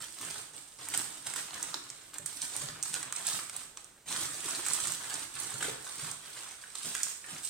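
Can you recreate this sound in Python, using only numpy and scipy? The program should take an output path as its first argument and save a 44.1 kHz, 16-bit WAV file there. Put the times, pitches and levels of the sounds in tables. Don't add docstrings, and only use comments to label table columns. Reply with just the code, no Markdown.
import sys
import numpy as np
from scipy import signal
from scipy.fft import rfft, irfft
from scipy.io import wavfile
from scipy.ndimage import uniform_filter1d

SR = 44100
rng = np.random.default_rng(int(sys.argv[2]) if len(sys.argv) > 2 else 0)


def output_pcm(signal):
    pcm = np.clip(np.atleast_2d(signal).T, -1, 1) * 32767
    wavfile.write(sys.argv[1], SR, np.round(pcm).astype(np.int16))


N = 330397
TIME = np.arange(N) / SR
CUTOFF_HZ = 16000


def handling(yield_db_per_s=13, stop_db_per_s=452, settle_db=-4, points=7500):
    # start_s, rise_s, hold_s, crinkle_db, flex_db
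    strokes = [(0.0, 0.0042, 0.036, -42, -52), (.04, 0.11, 0.15, -49, -71),
               (0.151, 0.073, 0.18, -42.5, -49.5), (0.523, 0.034, 0.029, -46.5, -56.5),
               (.62, 0.077, 0.13, -57, -82), (0.784, 0.0046, 0.087, -46, -52),
               (0.884, 0.048, 0.061, -37.5, -45), (1.02, 0.022, 0.23, -49, -56.5),
               (1.239, 0.029, 0.042, -41, -47), (1.357, 0.0019, 0.021, -36.5, -45),
               (1.39, 0.095, 0.15, -51, -57.5), (1.51, 0.031, 0.21, -45.5, -49),
               (1.83, 0.0096, 0.28, -53.5, -59), (2.131, 0.0042, 0.01, -46, -52),
               (2.254, 0.0042, 0.15, -44.5, -55.5), (2.41, 0.008, 0.031, -37.5, -51),
               (2.472, 0.086, 0.079, -40, -49), (2.65, 0.017, 0.17, -54.5, -53.5),
               (2.823, 0.0078, 0.077, -40.5, -52.5), (2.92, 0.016, 0.027, -39.5, -45),
               (3.0, 0.027, 0.073, -69, -51), (3.116, 0.037, 0.13, -43.5, -50),
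               (3.246, 0.012, 0.11, -35.5, -46.5), (3.526, 0.0052, 0.08, -45.5, -53),
               (3.765, 0.0034, 0.011, -51.5, -57.5), (4.05, 0.06, 0.14, -35.5, -45),
               (4.27, 0.04, 0.13, -41.5, -50.5), (4.419, 0.033, 0.23, -37.5, -46.5),
               (4.662, 0.0081, 0.273, -36, -45.5), (4.993, 0.009, 0.097, -43, -48),
               (5.066, 0.045, 0.12, -41.5, -48.5), (5.289, 0.083, 0.34, -41.5, -48),
               (5.598, 0.019, 0.038, -36.5, -42.5), (5.76, 0.11, 0.12, -44, -54),
               (5.95, 0.064, 0.087, -41.5, -48), (6.16, 0.11, 0.13, -48, -54),
               (6.342, 0.019, 0.16, -47, -52.5), (6.52, 0.12, 0.14, -51.5, -60.5),
               (6.74, 0.012, 0.16, -43.5, -54.5), (6.818, 0.023, 0.27, -39, -51),
               (7.201, 0.1, 0.083, -45, -51), (7.419, 0.022, 0.023, -38.5, -59.5)]
    t = np.linspace(0, N / SR, points)
    power = from_db([[-68], [-70]]) ** 2
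    settle_db_per_s = np.array([[121], [76]])
    for start_s, rise_s, hold_s, crinkle_db, flex_db in strokes:
        rise = np.clip((t - start_s) / rise_s, 0, 1)
        easing = from_db(-yield_db_per_s * np.clip(t - start_s - rise_s, 0, hold_s))
        since_stop = np.maximum(t - start_s - rise_s - hold_s, 0)
        stopping = from_db(-stop_db_per_s * np.minimum(since_stop, 1))
        settling = from_db(settle_db - settle_db_per_s * since_stop)
        stroke = from_db([[crinkle_db], [flex_db]]) * rise * easing
        power = power + stroke ** 2 * (stopping ** 2 + settling ** 2)
    return [np.interp(TIME, t, level_db) for level_db in 10 * np.log10(power)]


def buckling(per_s, spread_db, low_hz, high_hz, rub_db, bands=10):
    sizes = from_db(spread_db * np.minimum(rng.exponential(1, N), 3.6))
    flurry = from_db(6 * unit_rms(uniform_filter1d(rng.standard_normal(N), size=350)))
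    clicks = sizes * (rng.random(N) < per_s / SR * flurry / flurry.mean())
    facet = rng.integers(0, bands, N)
    pops, friction = np.zeros(N), rng.standard_normal(N)
    for k, hz in enumerate(np.geomspace(low_hz, high_hz, bands)):
        fade = np.exp(-hz / (1.5 * SR))
        energy = signal.lfilter([1], [1, -fade], clicks ** 2 * (facet == k) + 1e-18)
        pops += band(np.sqrt(energy) * friction, hz / 2, hz * 2)
    running_rms = np.sqrt(np.abs(uniform_filter1d(pops ** 2, size=3000)) + 1e-6)
    return pops / running_rms + from_db(rub_db) * rng.standard_normal(N)


def crinkle(level_db):
    # frequency_hz, gain_db
    spectrum = [(1200, -24.5), (2400, -7.5), (3400, -3), (9000, -0.5), (15000, -6)]
    per_s = 900 * from_db(0.38 * (level_db - np.median(level_db)))
    pops = buckling(per_s, spread_db=5.0, low_hz=2340, high_hz=12700, rub_db=-1.5)
    return from_db(level_db - 4.0) * unit_rms(colour(pops, spectrum))


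def flexing(level_db):
    # frequency_hz, gain_db
    spectrum = [(250, -17), (450, -6), (1000, -2), (1500, -0.6), (2300, -4), (4000, -2.5), (8000, -45)]
    per_s = 600 * from_db(0.46 * (level_db - np.median(level_db)))
    pops = buckling(per_s, spread_db=1.0, low_hz=600, high_hz=3100, rub_db=2.0)
    return from_db(level_db - 1.3) * unit_rms(colour(pops, spectrum))


def snaps(decay_s, kink_s, kink_db, crack_db, edge_db, edge_hz, body_db, size=1024, kinks=3):
    # start_s, level_db, pitch_hz, sheet_db (relative to the snap)
    creases = [(0.8868, -26, 11300, -8), (0.9392, -24, 9050, -2.5), (0.948, -23.5, 8900, -10),
               (0.9757, -20.5, 10200, -20), (1.017, -30, 8000, -21.5), (1.2691, -25.5, 8270, -8),
               (1.3375, -27, 8600, -4.5), (1.3614, -30, 10500, -3), (1.508, -34.5, 3730, 0),
               (1.6277, -20.5, 8400, -35.5), (1.7427, -19.5, 4250, -6.5), (1.9011, -28, 6200, -13),
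               (2.184, -28, 8750, -11), (2.2606, -24.5, 9000, -12), (2.418, -25, 7550, -22),
               (2.565, -24.5, 9600, -29.5), (2.687, -26.5, 4100, -5), (2.827, -20, 7420, -30),
               (2.834, -23, 8300, -22), (2.941, -19.5, 7700, -8.5), (3.029, -27, 6900, -6.5),
               (3.125, -22, 7900, -4.5), (3.1628, -23.5, 7500, -37), (3.2685, -19, 8600, -25),
               (3.287, -22, 7500, -19), (3.4963, -28.5, 7450, -5), (3.565, -28, 9900, -40),
               (3.773, -32, 6200, -2.5), (3.8444, -37.5, 7400, -20), (4.0855, -29.5, 7600, -24),
               (4.117, -32, 7900, -1), (4.163, -24, 4350, -5), (4.508, -23, 8900, -35),
               (4.6646, -22.5, 8600, -6.5), (4.685, -21, 8000, -10), (4.7346, -19, 8800, -37),
               (4.7474, -25, 8650, -18), (4.854, -26, 7800, -3), (4.872, -22, 8440, -9),
               (4.921, -25, 8200, -9), (5.141, -22.5, 8400, -20), (5.400, -21, 9700, -14),
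               (6.1136, -25, 7900, -17), (6.7545, -28.5, 5200, -11.5), (6.951, -22, 8100, -25),
               (7.0322, -15.5, 7600, -27)]
    out, t = np.zeros(N), TIME[:size]
    for start_s, level_db, pitch_hz, sheet_db in creases:
        force = burst(decay_s, size) + .5 * (t == 0)
        delays_s = np.cumsum(kink_s * rng.uniform(.5, 2, kinks))
        for k, delay_s in enumerate(delays_s, 1):
            force += from_db(k * kink_db) * np.interp(t - delay_s, t, burst(decay_s, size), left=0)
        edge = band(force, edge_hz, CUTOFF_HZ, order=2)
        sparkle_db = edge_db + 20 * np.log10(pitch_hz / edge_hz)
        crack = band(force, pitch_hz * 0.68, pitch_hz * 1.325, order=2)
        body = band(force, 960, 2800, order=2)
        parts = [(sparkle_db, edge), (crack_db, crack), (sheet_db + body_db, body)]
        snap = sum(from_db(db) * part / np.linalg.norm(part) for db, part in parts)
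        add(out, start_s, from_db(level_db) * snap)
    return out


def flaps(cycles, width, ring_db, size=4096):
    # start_s, level_db, pitch_hz
    flips = [(1.742, -42.5, 342), (3.390, -27, 1370), (4.787, -30, 1410), (5.626, -24, 1314),
             (5.682, -31, 493), (5.866, -34.5, 1190), (6.638, -35, 1700), (6.95, -25.5, 1930),
             (7.242, -33.5, 1510)]
    sheet_modes = [0.96, 1.7]
    out, t = np.zeros(N), TIME[:size]
    ratio = np.array(sheet_modes)[:, None]
    for start_s, level_db, hz in flips:
        clap = band(burst(cycles / hz, size), hz / (1 + width), hz * (1 + width), order=2)
        modes = np.sin(2 * np.pi * hz * ratio * t) / ratio
        ring = modes.sum(axis=0) * np.exp(-t * hz / cycles)
        flap = unit_rms(clap) + from_db(ring_db) * unit_rms(ring)
        add(out, start_s, from_db(level_db) * flap / np.abs(flap).max())
    return out


def box(drag_db, thud_db, contact_per_s):
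    # frequency_hz, gain_db
    spectrum = [(45, -35), (95, -4.5), (145, -2), (230, -9), (300, 0.5), (420, -6), (800, -27)]
    # start_s, level_db
    bumps = [(0.949, -34), (2.193, -36.5), (2.563, -36), (2.62, -28.5), (2.682, -32), (2.884, -36.5),
             (4.224, -34.5), (5.54, -29), (5.637, -31), (6.025, -31.5)]
    # pitch_hz, level_db, t60_s
    panels = [(101, -14, 0.059), (128, 6.5, 0.068), (156.2, -4, 0.22), (209, -7, 0.12), (276, -7.5, 0.15),
              (425, 3.5, 0.04), (584, -1, 0.1)]
    drag = buckling(per_s=160, spread_db=1.5, low_hz=101, high_hz=400, rub_db=10)
    out = from_db(drag_db) * unit_rms(colour(drag, spectrum))
    t = TIME[:SR // 3]
    hz, mode_db, t60_s = np.transpose(panels)[:, :, None]
    for start_s, level_db in bumps:
        strengths = from_db(mode_db + 0.72 * rng.standard_normal(hz.shape))
        phases = 2 * np.pi * (hz * t + rng.random(hz.shape))
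        modes = strengths * from_db(-60 * t / t60_s) * np.sin(phases)
        thud = modes.sum(axis=0) * (1 - np.exp(-t * contact_per_s))
        add(out, start_s, from_db(level_db + thud_db) * thud / np.abs(thud).max())
    return out


def slide(start_s, length_s, level_db, low_hz):
    progress = np.clip((TIME - start_s) / length_s, 0, 1)
    hiss = unit_rms(band(rng.standard_normal(N), low_hz, CUTOFF_HZ, order=2))
    return from_db(level_db) * np.sin(np.pi * progress) * hiss


def billows(swell_s, low_hz, high_hz, size=12000):
    # start_s, level_db
    puffs = [(6.838, -49), (7.312, -48)]
    out, age = np.zeros(N), TIME[:size] / swell_s
    for start_s, level_db in puffs:
        air = unit_rms(band(rng.standard_normal(size), low_hz, high_hz, order=2))
        add(out, start_s, from_db(level_db) * age * np.exp(1 - age) * air)
    return out


def room(x, near_db, near_s, tail_db, tail_s, lag_s, size=16384, hop=1536):
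    # frequency_hz, correlation
    echo_likeness = [(130, 0.97), (240, 0.79), (370, 0.21), (560, -0.74), (1250, 0.36), (2700, -0.14)]
    hz = np.fft.rfftfreq(size, 1 / SR)
    spread = np.arccos(np.interp(hz, *np.transpose(echo_likeness))) / 2
    stages = [(near_db, near_s), (tail_db, tail_s)]
    fade = np.sqrt(sum(from_db(db) ** 2 * 2 / (s * SR) * np.exp(-2 * TIME[:size] / s)
                       for db, s in stages))
    window = signal.windows.hann(2 * hop, sym=False)
    out, padded = np.zeros((2, N + 2 * size)), np.pad(x, (hop, size))
    for start in range(0, N + hop, hop):
        moment = rfft(padded[start:start + 2 * hop] * window, size)
        mid, side = rfft(fade * rng.standard_normal((2, size)))
        echoes = np.cos(spread) * mid + np.sin(spread) * side * [[1], [-1]]
        delays_s = lag_s * rng.standard_normal() * np.array([[.5], [-.5]])
        direct = np.exp(-2j * np.pi * hz * delays_s)
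        out[:, start:start + size] += irfft(moment * (direct + echoes))
    return out[:, hop:hop + N]


def room_tone(level_db):
    # frequency_hz, gain_db
    spectrum = [(28, -15), (44, -1), (60, -12), (150, -9.5), (400, -11), (1500, -18), (15000, -21.5)]
    return from_db(level_db) * unit_rms(colour(rng.standard_normal(N), spectrum))


def from_db(db):
    return 10 ** (np.asarray(db) / 20)


def unit_rms(x):
    return x / np.sqrt(np.mean(x ** 2) + 1e-20)


def band(x, low_hz, high_hz, order=1):
    edges_hz = np.clip([low_hz, high_hz], 10, .45 * SR)
    return signal.sosfilt(signal.butter(order, edges_hz, "band", fs=SR, output="sos"), x + 1e-18)


def colour(x, spectrum, size=4096):
    hz, db = np.transpose(spectrum)
    grid_hz = np.maximum(np.fft.rfftfreq(size, 1 / SR), 1)
    gain = from_db(np.interp(np.log(grid_hz), np.log(hz), db))
    cepstrum = irfft(np.log(gain))
    cepstrum[1:size // 2] *= 2
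    cepstrum[size // 2 + 1:] = 0
    return signal.oaconvolve(x, irfft(np.exp(rfft(cepstrum))))[:len(x)]


def burst(decay_s, size):
    noise = rng.standard_normal(size) * np.exp(-np.arange(size) / SR / decay_s)
    return noise / np.linalg.norm(noise)


def add(track, start_s, sound):
    start = round(start_s * SR)
    track[start:start + len(sound)] += sound[:max(N - start, 0)]


def scene():
    crinkle_db, flex_db = handling()
    cracks = snaps(decay_s=0.00079, kink_s=0.0011, kink_db=-4.5, crack_db=10.0,
                   edge_db=3.5, edge_hz=9200, body_db=10.5)
    paper = crinkle(crinkle_db) + flexing(flex_db) + cracks
    paper += slide(start_s=3.25, length_s=0.17, level_db=-48, low_hz=9500)
    paper += flaps(cycles=4.9, width=0.36, ring_db=-4.0)
    lifted_db = -6 * np.clip((TIME - 5.9) * 2, 0, 1)
    cardboard = box(drag_db=flex_db + lifted_db - 12.0, thud_db=-9.5, contact_per_s=186)
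    heard = room(paper + cardboard, near_db=-1.0, near_s=0.0032, tail_db=3.5, tail_s=.08, lag_s=.00003)
    heard += from_db(-2.0) * cracks
    heard += billows(swell_s=0.023, low_hz=126, high_hz=296)
    return from_db(-4.5) * heard + room_tone(level_db=-64.5)


def record(dry):
    # frequency_hz, gain_db
    left_port = [(8100, 1.45), (9000, 1.5), (10000, -7.5), (10800, -9.5), (13300, 1), (16000, -6)]
    # frequency_hz, gain_db
    right_port = [(5500, 2), (7100, 6), (8000, 12.5), (8600, 13.5), (10500, 0), (13000, -3), (16000, -6.5)]
    ports = np.array([colour(dry[0], left_port), colour(dry[1], right_port)])
    return signal.sosfilt(signal.ellip(10, .1, 80, CUTOFF_HZ, fs=SR, output="sos"), ports)


dry = scene()
out = record(dry)
output_pcm(out)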